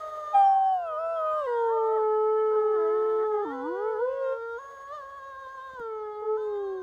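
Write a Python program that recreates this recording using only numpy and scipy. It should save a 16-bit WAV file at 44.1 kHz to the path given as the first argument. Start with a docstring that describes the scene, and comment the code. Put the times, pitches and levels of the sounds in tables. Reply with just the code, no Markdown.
"""From the start a wolf some way off in the wood howls thin and high, while faint high whistles sound. A third,
far away, holds one faint note that sinks a little and stops. After a moment a near wolf breaks in high, drops
to a long note, dips and rises. The farther wolf returns hoarse, flips between registers and quavers; last, the
near one gives a short falling howl. The howls are stacks of sine partials, scattered by echoes from tree
trunks; rasp, a low rumble, a little hiss and soft thumps are shaped noise."""
import sys
import numpy as np
from scipy import signal
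from scipy.fft import rfft, irfft
from scipy.io import wavfile
from scipy.ndimage import uniform_filter1d

SR = 44100
rng = np.random.default_rng(int(sys.argv[2]) if len(sys.argv) > 2 else 0)


def output_pcm(signal):
    """Save a mono or channel-first signal as 16-bit PCM at the path in sys.argv[1].

    Samples are clipped to [-1, 1] before scaling.
    """
    pcm = np.clip(np.atleast_2d(signal).T, -1, 1) * 32767
    wavfile.write(sys.argv[1], SR, np.round(pcm).astype(np.int16))


N = 300762
TIME = np.arange(N) / SR  # s
CUTOFF_HZ = 15500  # nothing sounds above this

# hoarseness of the farther wolf's vocal folds, which also lifts the rasp: t/s, roughness/0-1
FAR_HOARSENESS = [(2.1, 0), (2.55, 0.35), (2.61, 0.11), (2.95, 0.13), (3.021, 0.63), (3.22, 0.49),
                  (3.28, 0.037)]


def from_db(db):
    """Decibels to gain."""
    return 10 ** (np.asarray(db) / 20)


def rms_one(x):
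    """Scale to unit rms."""
    return x / np.sqrt(np.mean(x ** 2) + 1e-20)


def in_time(rows):
    """Each column of a curve table after the first, read in straight lines at every sample."""
    s, *columns = np.transpose(rows)
    return [np.interp(TIME, s, column) for column in columns]


def at_hz(points, hz):
    """Read a spectrum in dB on a log-frequency axis."""
    knots, db = np.transpose(points)
    return np.interp(np.log(hz), np.log(knots), db)


def during(start, end, size=700):
    """1 between two times and 0 outside, with edges softened over `size` samples."""
    return uniform_filter1d(1. * (TIME >= start) * (TIME < end), size=size)


def low_pass(x, hz, order=2):
    """Butterworth low-pass."""
    return signal.sosfilt(signal.butter(order, min(hz, SR / 2 - 1), fs=SR, output="sos"), x)


def drift(rate, size=20):
    """Slow random wander of rms 1, holding motion up to about `rate` Hz; drawn at every `size`-th sample."""
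    draws = rng.standard_normal((N + SR) // size)
    slow = low_pass(draws, rate * size)[SR // size:]  # drop the filter's start
    return np.interp(np.arange(N) / size, np.arange(len(slow)), rms_one(slow))


def noise(spectrum):
    """Noise of a given colour, rms 1."""
    hz = np.arange(N // 2 + 1) * SR / N + 1  # the 1 keeps the logarithm finite
    white = rfft(rng.standard_normal(N))
    return rms_one(irfft(white * from_db(at_hz(spectrum, hz)), N))


def glide(tune):
    """Pitch passes through the points of a tune in rounded arcs, without overshoot."""
    s, hz = np.transpose(tune)
    step = np.diff(s)
    rise = np.diff(hz) / step
    a, b = rise[:-1], rise[1:]
    # harmonic mean of the neighbouring slopes, flat at peaks and dips
    inner = np.where(a * b > 0, 2 * a * b / (a + b + 1e-9), 0)
    slope = np.r_[rise[0], inner, rise[-1]]
    place = np.interp(TIME, s, np.arange(len(s)))
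    k = np.minimum(place.astype(int), len(step) - 1)
    u = place - k
    bend = (slope[k] - rise[k]) * (1 - u) - (slope[k + 1] - rise[k]) * u
    return hz[k] + step[k] * u * (rise[k] + (1 - u) * bend)


def howl(tune, effort, mouths, throat, high_spans, rough_curve, waver, shimmer_db, flutter_db, top_db,
         vibrato=1, octave_db=0, twelfth_db=0, rings=(), crack=.6, count=24):
    """Vocal folds give a harmonic stack; the mouth weights the low partials, the throat the high ones."""
    start, end = tune[0][0], tune[-1][0]
    now = (TIME >= start) & (TIME <= end + .01)
    pitch = (glide(tune) * vibrato)[now]
    level_db, bright_db = [column[now] for column in in_time(effort)]
    high = sum(during(*span) for span in high_spans)[now]
    # the voice cracks as it flips from one register to the other
    rough = in_time(rough_curve)[0][now] + crack * high * (1 - high)
    # the folds never hold perfectly still, least of all in the high register
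    pitch = pitch * (1 + waver * (1 + high) * drift(22)[now])
    phase = 2 * np.pi * np.cumsum(pitch) / SR
    # hoarse folds alternate long and short cycles and stumble at random
    phase = phase + rough * (.13 * np.sin(phase / 2) + .22 * drift(190)[now])

    # the three strong partials swell and fade as the tune carries them through the mouth's resonances
    voice = 0
    for k, own_db in enumerate((0, octave_db, twelfth_db), 1):
        colour_db = high * at_hz(mouths[0], k * pitch) + (1 - high) * at_hz(mouths[1], k * pitch)
        colour_db += np.broadcast_to(own_db, N)[now]
        colour_db += shimmer_db / k * high * drift(31)[now]
        voice = voice + from_db(level_db + colour_db) * np.sin(k * phase)

    # the upper overtones take the colour of the register being sung
    throat = np.array(throat)
    boosts = [(ring_hz, db * during(a, b)[now]) for a, b, ring_hz, db in rings]
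    for k in range(4, count):
        hz = k * pitch
        colour_db = high * at_hz(throat[:, [0, 1]], hz) + (1 - high) * at_hz(throat[:, [0, 2]], hz)
        colour_db += sum(db / (1 + ((hz - ring_hz) / 150) ** 2) for ring_hz, db in boosts)
        # level off above the throat's last resonance; each overtone flutters in its own way
        colour_db = np.where(hz < throat[-1, 0], colour_db, top_db)
        colour_db = colour_db + flutter_db * drift(9)[now]
        gain = from_db(level_db + bright_db + colour_db) * (hz < CUTOFF_HZ)
        voice = voice + gain * np.sin(k * phase + rng.uniform(0, 2 * np.pi))

    out = np.zeros(N)
    out[now] = np.sqrt(2) * voice
    edges = np.clip(np.minimum(TIME - start, end + .01 - TIME) / .01, 0, 1)  # 10 ms fades
    return out * edges


def far_wolf():
    """The wolf some way off has a less steady voice: two howls that break between registers and quaver."""
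    # a thin high howl that sags and lifts near its end; a sudden step is a register break: t/s, f/Hz
    first_tune = [(0.0, 625), (0.176, 612.6), (0.294, 602), (0.365, 626.5), (0.474, 561), (0.645, 540.6),
                  (0.689, 559), (0.839, 508), (0.955, 489.7), (1.09, 499), (1.319, 505), (1.375, 532),
                  (1.55, 525), (1.657, 497.4), (1.755, 615), (1.814, 594.5), (1.96, 644), (2.002, 505),
                  (2.06, 467)]
    # effort before the mouth's colour: t/s, level/dB, upper overtones against that level/dB
    first_effort = [(0, -30.5, -19), (0.169, -32.5, -12.5), (0.35, -29, -15), (0.46, -40, -19),
                    (0.62, -43, -6.5), (0.901, -44, -11), (1.3, -42.0, -13), (1.422, -37, -9),
                    (1.549, -39, -7.5), (1.66, -41, -11), (1.779, -33, -23.5), (1.95, -33, -18.5),
                    (2.06, -52, -2.5)]
    # starts low and hoarse, then flips between registers: t/s, f/Hz
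    second_tune = [(2.502, 448.2), (2.553, 525), (2.565, 429.7), (2.73, 400.4), (2.79, 338.3), (2.872, 328),
                   (2.973, 358.6), (3.147, 347.2), (3.231, 367.5), (3.255, 435.5), (3.376, 405),
                   (3.446, 444.6), (3.509, 457), (3.538, 496), (3.775, 487.3), (4.111, 492), (4.355, 459.3),
                   (4.569, 467), (4.603, 548.4), (4.725, 554), (4.776, 545.7), (4.894, 561), (4.948, 606.5),
                   (5.035, 543), (5.11, 552), (5.418, 533.7), (5.734, 525.6), (5.825, 461.5),
                   (5.941, 435.8), (6.146, 422.0), (6.368, 435.5), (6.38, 506.4), (6.715, 536.5),
                   (6.82, 524)]
    # effort, as above: t/s, level/dB, upper overtones against that level/dB
    second_effort = [(2.502, -46, -19), (2.561, -37, -18), (2.701, -44.5, -15), (2.8, -39.5, -11.5),
                     (3.12, -42, -18.5), (3.3, -43, -9.5), (3.52, -38.5, -6.5), (3.7, -33.5, -11.5),
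                     (3.949, -36, -13.5), (4.2, -40.5, -5), (4.401, -36.5, -12.5), (4.56, -35.5, -11),
                     (4.62, -37.5, -12), (4.85, -37, -20), (4.95, -31, -9), (5.05, -36.5, -13),
                     (5.701, -36.5, -7.5), (5.95, -36.5, -16.5), (6.15, -40, -11.5), (6.34, -34.5, -20.5),
                     (6.419, -46, 0), (6.82, -42.5, -8.5)]
    # mouth's colour on the first three partials, high and low register: f/Hz, level/dB
    mouth_high, mouth_low = [(490, -11.5), (550, -17), (615, -11.5), (980, -6), (1100, -7), (1240, -7),
                             (1480, -9.5), (1620, -14.5), (1850, -28.5)], [(330, -6.5), (430, 2), (490, -1.5), (540, -9.5),
                                                     (655, -1), (700, -11.5), (820, 0), (880, -11.5),
                                                     (1000, -8.5), (1290, -6.5), (1390, -4.5), (1500, -16)]
    # throat and muzzle's colour on the upper overtones: f/Hz, high register level/dB, low register level/dB
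    throat_colour = [(1320, -8, 1.5), (1775, -18, -17.5), (2140, -34.5, -22.5), (2230, -38, -30.5),
                     (2640, -34.5, -39.5), (3100, -30.5, -26), (3720, -21.5, -25.5), (3900, -32.5, -39),
                     (4520, -31.5, -32.5), (5000, -42.5, -36.5), (6210, -38.5, -42), (6610, -27, -31),
                     (6900, -44.5, -47.5), (9800, -53, -63)]
    # stretches in the high register: from t/s, to t/s
    high_stretches = [(0, 1.96), (4.585, 5.8), (6.37, 7.9)]
    # the mouth briefly rings, lifting overtones near one pitch: from t/s, to t/s, f/Hz, boost level/dB
    mouth_rings = [(2.76, 3.55, 1810, 17), (2.95, 3.27, 3420, 14.5), (5.86, 6.36, 2127, 8.5)]
    voice = dict(mouths=(mouth_high, mouth_low), throat=throat_colour, high_spans=high_stretches,
                 rough_curve=FAR_HOARSENESS, waver=.0012, shimmer_db=3.0, flutter_db=3.0, top_db=-57.5,
                 vibrato=quaver(), rings=mouth_rings)
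    return howl(first_tune, first_effort, **voice) + howl(second_tune, second_effort, **voice)


def whistles(waver):
    """High, slightly unsteady sine squeaks on top of the voice, unrelated to the howl's pitch."""
    # from t/s, to t/s, f/Hz, level/dB
    squeaks = [(0, 0.355, 6480, -72), (4.576, 4.874, 6574, -68)]
    out = np.zeros(N)
    for start, end, hz, level_db in squeaks:
        phase = 2 * np.pi * np.cumsum(hz * (1 + waver * drift(32))) / SR
        out += from_db(level_db) * during(start, end) * np.sin(phase)
    return np.sqrt(2) * out


def distant_howl():
    """Only the fundamental carries from far away: one wandering sine that fades out."""
    # t/s, f/Hz, level/dB
    faint_note = [(0, 424, -62.5), (1.7, 413, -71)]
    pitch, level_db = in_time(faint_note)
    fade = np.clip((faint_note[-1][0] - TIME) * 10, 0, 1)
    tone = np.sin(2 * np.pi * np.cumsum(pitch) / SR)
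    return np.sqrt(2) * fade * from_db(level_db + drift(7.2)) * tone


def rasp():
    """Airy noise in the voices, swelling where the farther one turns hoarse."""
    # before the hoarse swell: t/s, level/dB
    breath_level = [(0, -52.5), (.38, -56), (.6, -68), (1.4, -58), (2.3, -65.5), (3.3, -64.5),
                    (4.55, -65.5), (4.62, -59.5), (5.75, -63.5), (5.95, -69)]
    # relative density: f/Hz, level/dB per Hz
    breath_colour = [(310, -17), (480, 0.5), (1200, -3), (2050, -10), (2550, -22), (3350, -13),
                     (4050, -20.5), (4700, -19), (5800, -26), (6600, -21.5), (10500, -32), (15000, -28.5)]
    hoarse_swell_db = 6.5 * in_time(FAR_HOARSENESS)[0]
    return from_db(in_time(breath_level)[0] + hoarse_swell_db + drift(16)) * noise(breath_colour)


def wood_floor(level_db):
    """Steady background of the wood: noise with a low rumble and a little hiss."""
    # relative density: f/Hz, level/dB per Hz
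    floor_colour = [(25, -19.5), (45, -2.5), (70, 1), (110, -9), (180, -16.5), (1200, -15.5), (2500, -41),
                    (15000, -45)]
    return from_db(level_db) * noise(floor_colour)


def wood(x, t60, dull_hz, first_s, count=900):
    """Many faint echoes from trunks: random taps of unit energy together, weaker with delay, then dulled."""
    delays = first_s + rng.random(count) * t60
    echoes = np.zeros(int(delays.max() * SR) + 1)
    echoes[(delays * SR).astype(int)] = rng.standard_normal(count) * from_db(-60 * delays / t60)
    scattered = signal.fftconvolve(x, echoes / np.linalg.norm(echoes))[:N]
    return low_pass(scattered, dull_hz, order=1)


def thumps(decay_s, body_hz, tick_db):
    """Each thump is a short, decaying burst of dull noise with a faint white tick on top."""
    # onset t/s, level of the dull body at onset/dB
    thump_onsets = [(0.157, -61), (0.352, -52), (1.334, -54), (5.733, -51), (5.796, -41)]
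    burst = sum(from_db(db) * (TIME >= s) * np.exp(-np.abs(TIME - s) / decay_s) for s, db in thump_onsets)
    grit = rng.standard_normal(N)
    body = rms_one(low_pass(grit, body_hz))
    return burst * (body + from_db(tick_db) * grit)


def near_wolf():
    """The near wolf has a steady, pure voice: one long howl and a short, duller one."""
    # breaks in high, drops to a long note, dips and climbs; a sudden step is a register break: t/s, f/Hz
    long_tune = [(0.325, 863.5), (0.35, 803), (0.512, 779.4), (0.702, 764.0), (0.808, 705.0), (0.96, 611),
                 (1.01, 651), (1.128, 664), (1.232, 627.3), (1.376, 612.3), (1.462, 525), (1.474, 489),
                 (1.674, 458.0), (1.864, 443.6), (2.125, 430.8), (2.405, 434.5), (2.602, 430),
                 (2.902, 430.1), (3.122, 436.0), (3.307, 427.6), (3.444, 404.5), (3.458, 316.8),
                 (3.536, 271.0), (3.596, 265.8), (3.73, 360.4), (3.846, 428.4), (3.911, 442.7),
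                 (3.967, 422.6), (4.028, 486.6), (4.174, 541.6), (4.284, 530.0), (4.41, 542.5)]
    # effort before the mouth's colour: t/s, level/dB, upper overtones against that level/dB
    long_effort = [(0.328, -40, 2.5), (0.352, -17.0, -1.5), (0.42, -17.5, -4.5), (0.58, -22, -9.5),
                   (0.73, -23.5, -3.5), (0.82, -32.5, -3), (0.94, -35.5, 2), (1.05, -30.5, -0.5),
                   (1.38, -31.0, 1), (1.46, -32.5, 1.5), (1.491, -28.5, 4.5), (1.62, -26.5, -14.5),
                   (1.799, -26.5, -16.5), (2.3, -24, -13.5), (3.199, -25.5, -15.5), (3.42, -27.5, -16),
                   (3.46, -36, -23.5), (3.6, -40, -12), (3.7, -33.0, -27), (3.77, -36.5, -16),
                   (3.87, -28, -16), (3.98, -33, -11.5), (4.03, -24.0, -27.5), (4.161, -34.5, -6),
                   (4.23, -29, -11), (4.33, -28.5, -7), (4.375, -44, -9), (4.411, -84, 14)]
    # the short falling howl: t/s, f/Hz
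    short_tune = [(6.21, 484.6), (6.255, 436.5), (6.388, 431.1), (6.583, 405), (6.82, 368)]
    # effort, as above: t/s, level/dB, upper overtones against that level/dB
    short_effort = [(6.211, -47, -22), (6.255, -30.5, -31), (6.4, -31, -29), (6.55, -30.5, -22),
                    (6.741, -32.5, -37), (6.82, -36.5, -20)]
    # mouth's colour on the first three partials, high and low register: f/Hz, level/dB
    mouth_high, mouth_low = [(660, 0.5), (790, 0), (1070, -8.5), (1240, 3), (1330, -6), (1490, -36.5),
                             (1590, -28), (1880, -33.5), (2250, -64.5), (2410, -29.5)], [(500, 0.0), (535, -19), (640, -26.5), (740, -5.5),
                                                      (810, -2), (870, -5), (920, -1.5), (1040, -12),
                                                      (1200, -12.5), (1300, -11.5), (1360, -16.5),
                                                      (1500, -19.5)]
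    # throat and muzzle's colour on the upper overtones: f/Hz, high register level/dB, low register level/dB
    throat_colour = [(1150, 0, 8), (1500, -8, -3), (1780, -6.5, -21.5), (2225, -39, -27),
                     (2340, -47, -56.5), (2690, -27, -48), (3263, -33, -24), (3340, -57, -58),
                     (4950, -51.5, -45.5), (5430, -41.5, -55), (5900, -67, -65.5), (6900, -55, -61.5),
                     (9200, -56, -59), (10000, -71.5, -68.5)]
    # stretches in the high register: from t/s, to t/s
    high_stretches = [(.3, 1.468), (4.06, 4.43)]
    # hoarseness of the folds: t/s, roughness/0-1
    hoarseness = [(3.42, 0), (3.46, .3), (3.58, 0)]
    # the octave of the long note slowly fades and returns: t/s, level/dB
    octave_fade = [(2.0, -1.5), (2.75, -15.5), (3.14, -13), (3.38, -5)]
    short_dull_db = -12.5  # on the octave and twelfth of the short howl
    voice = dict(mouths=(mouth_high, mouth_low), throat=throat_colour, high_spans=high_stretches,
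                 rough_curve=hoarseness, waver=0.00042, shimmer_db=0.46, flutter_db=3.5, top_db=-75)
    long_howl = howl(long_tune, long_effort, octave_db=in_time(octave_fade)[0], **voice)
    short_howl = howl(short_tune, short_effort, octave_db=short_dull_db, twelfth_db=short_dull_db, **voice)
    return long_howl + short_howl


def quaver():
    """Pitch factor of the quick, shallow vibrato on the farther wolf's high notes."""
    # from t/s, to t/s
    quaver_spans = [(5.13, 5.72), (6.47, 6.9)]
    rate_hz, depth = 8.0, .013  # depth as a fraction of the pitch
    return 1 + depth * sum(during(a, b) * np.sin(2 * np.pi * rate_hz * (TIME - a)) for a, b in quaver_spans)


def scene():
    """One microphone in the wood hears the farther wolf with more of the trees' echo than the near one."""
    far, near = far_wolf(), near_wolf()
    faint = whistles(waver=0.0045) + distant_howl()
    echoes = wood(from_db(-16) * far + from_db(-31.0) * near, t60=1.1, dull_hz=3360, first_s=0.011)
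    background = wood_floor(level_db=-67) + thumps(decay_s=0.0077, body_hz=260, tick_db=-25.0)
    return (far + near + faint + rasp() + echoes + background)[None]


def record(dry):
    """The top is cut steeply at the microphone, by an elliptic low-pass."""
    return signal.sosfilt(signal.ellip(10, .1, 90, CUTOFF_HZ, fs=SR, output="sos"), dry)


dry = scene()
out = record(dry)
output_pcm(out)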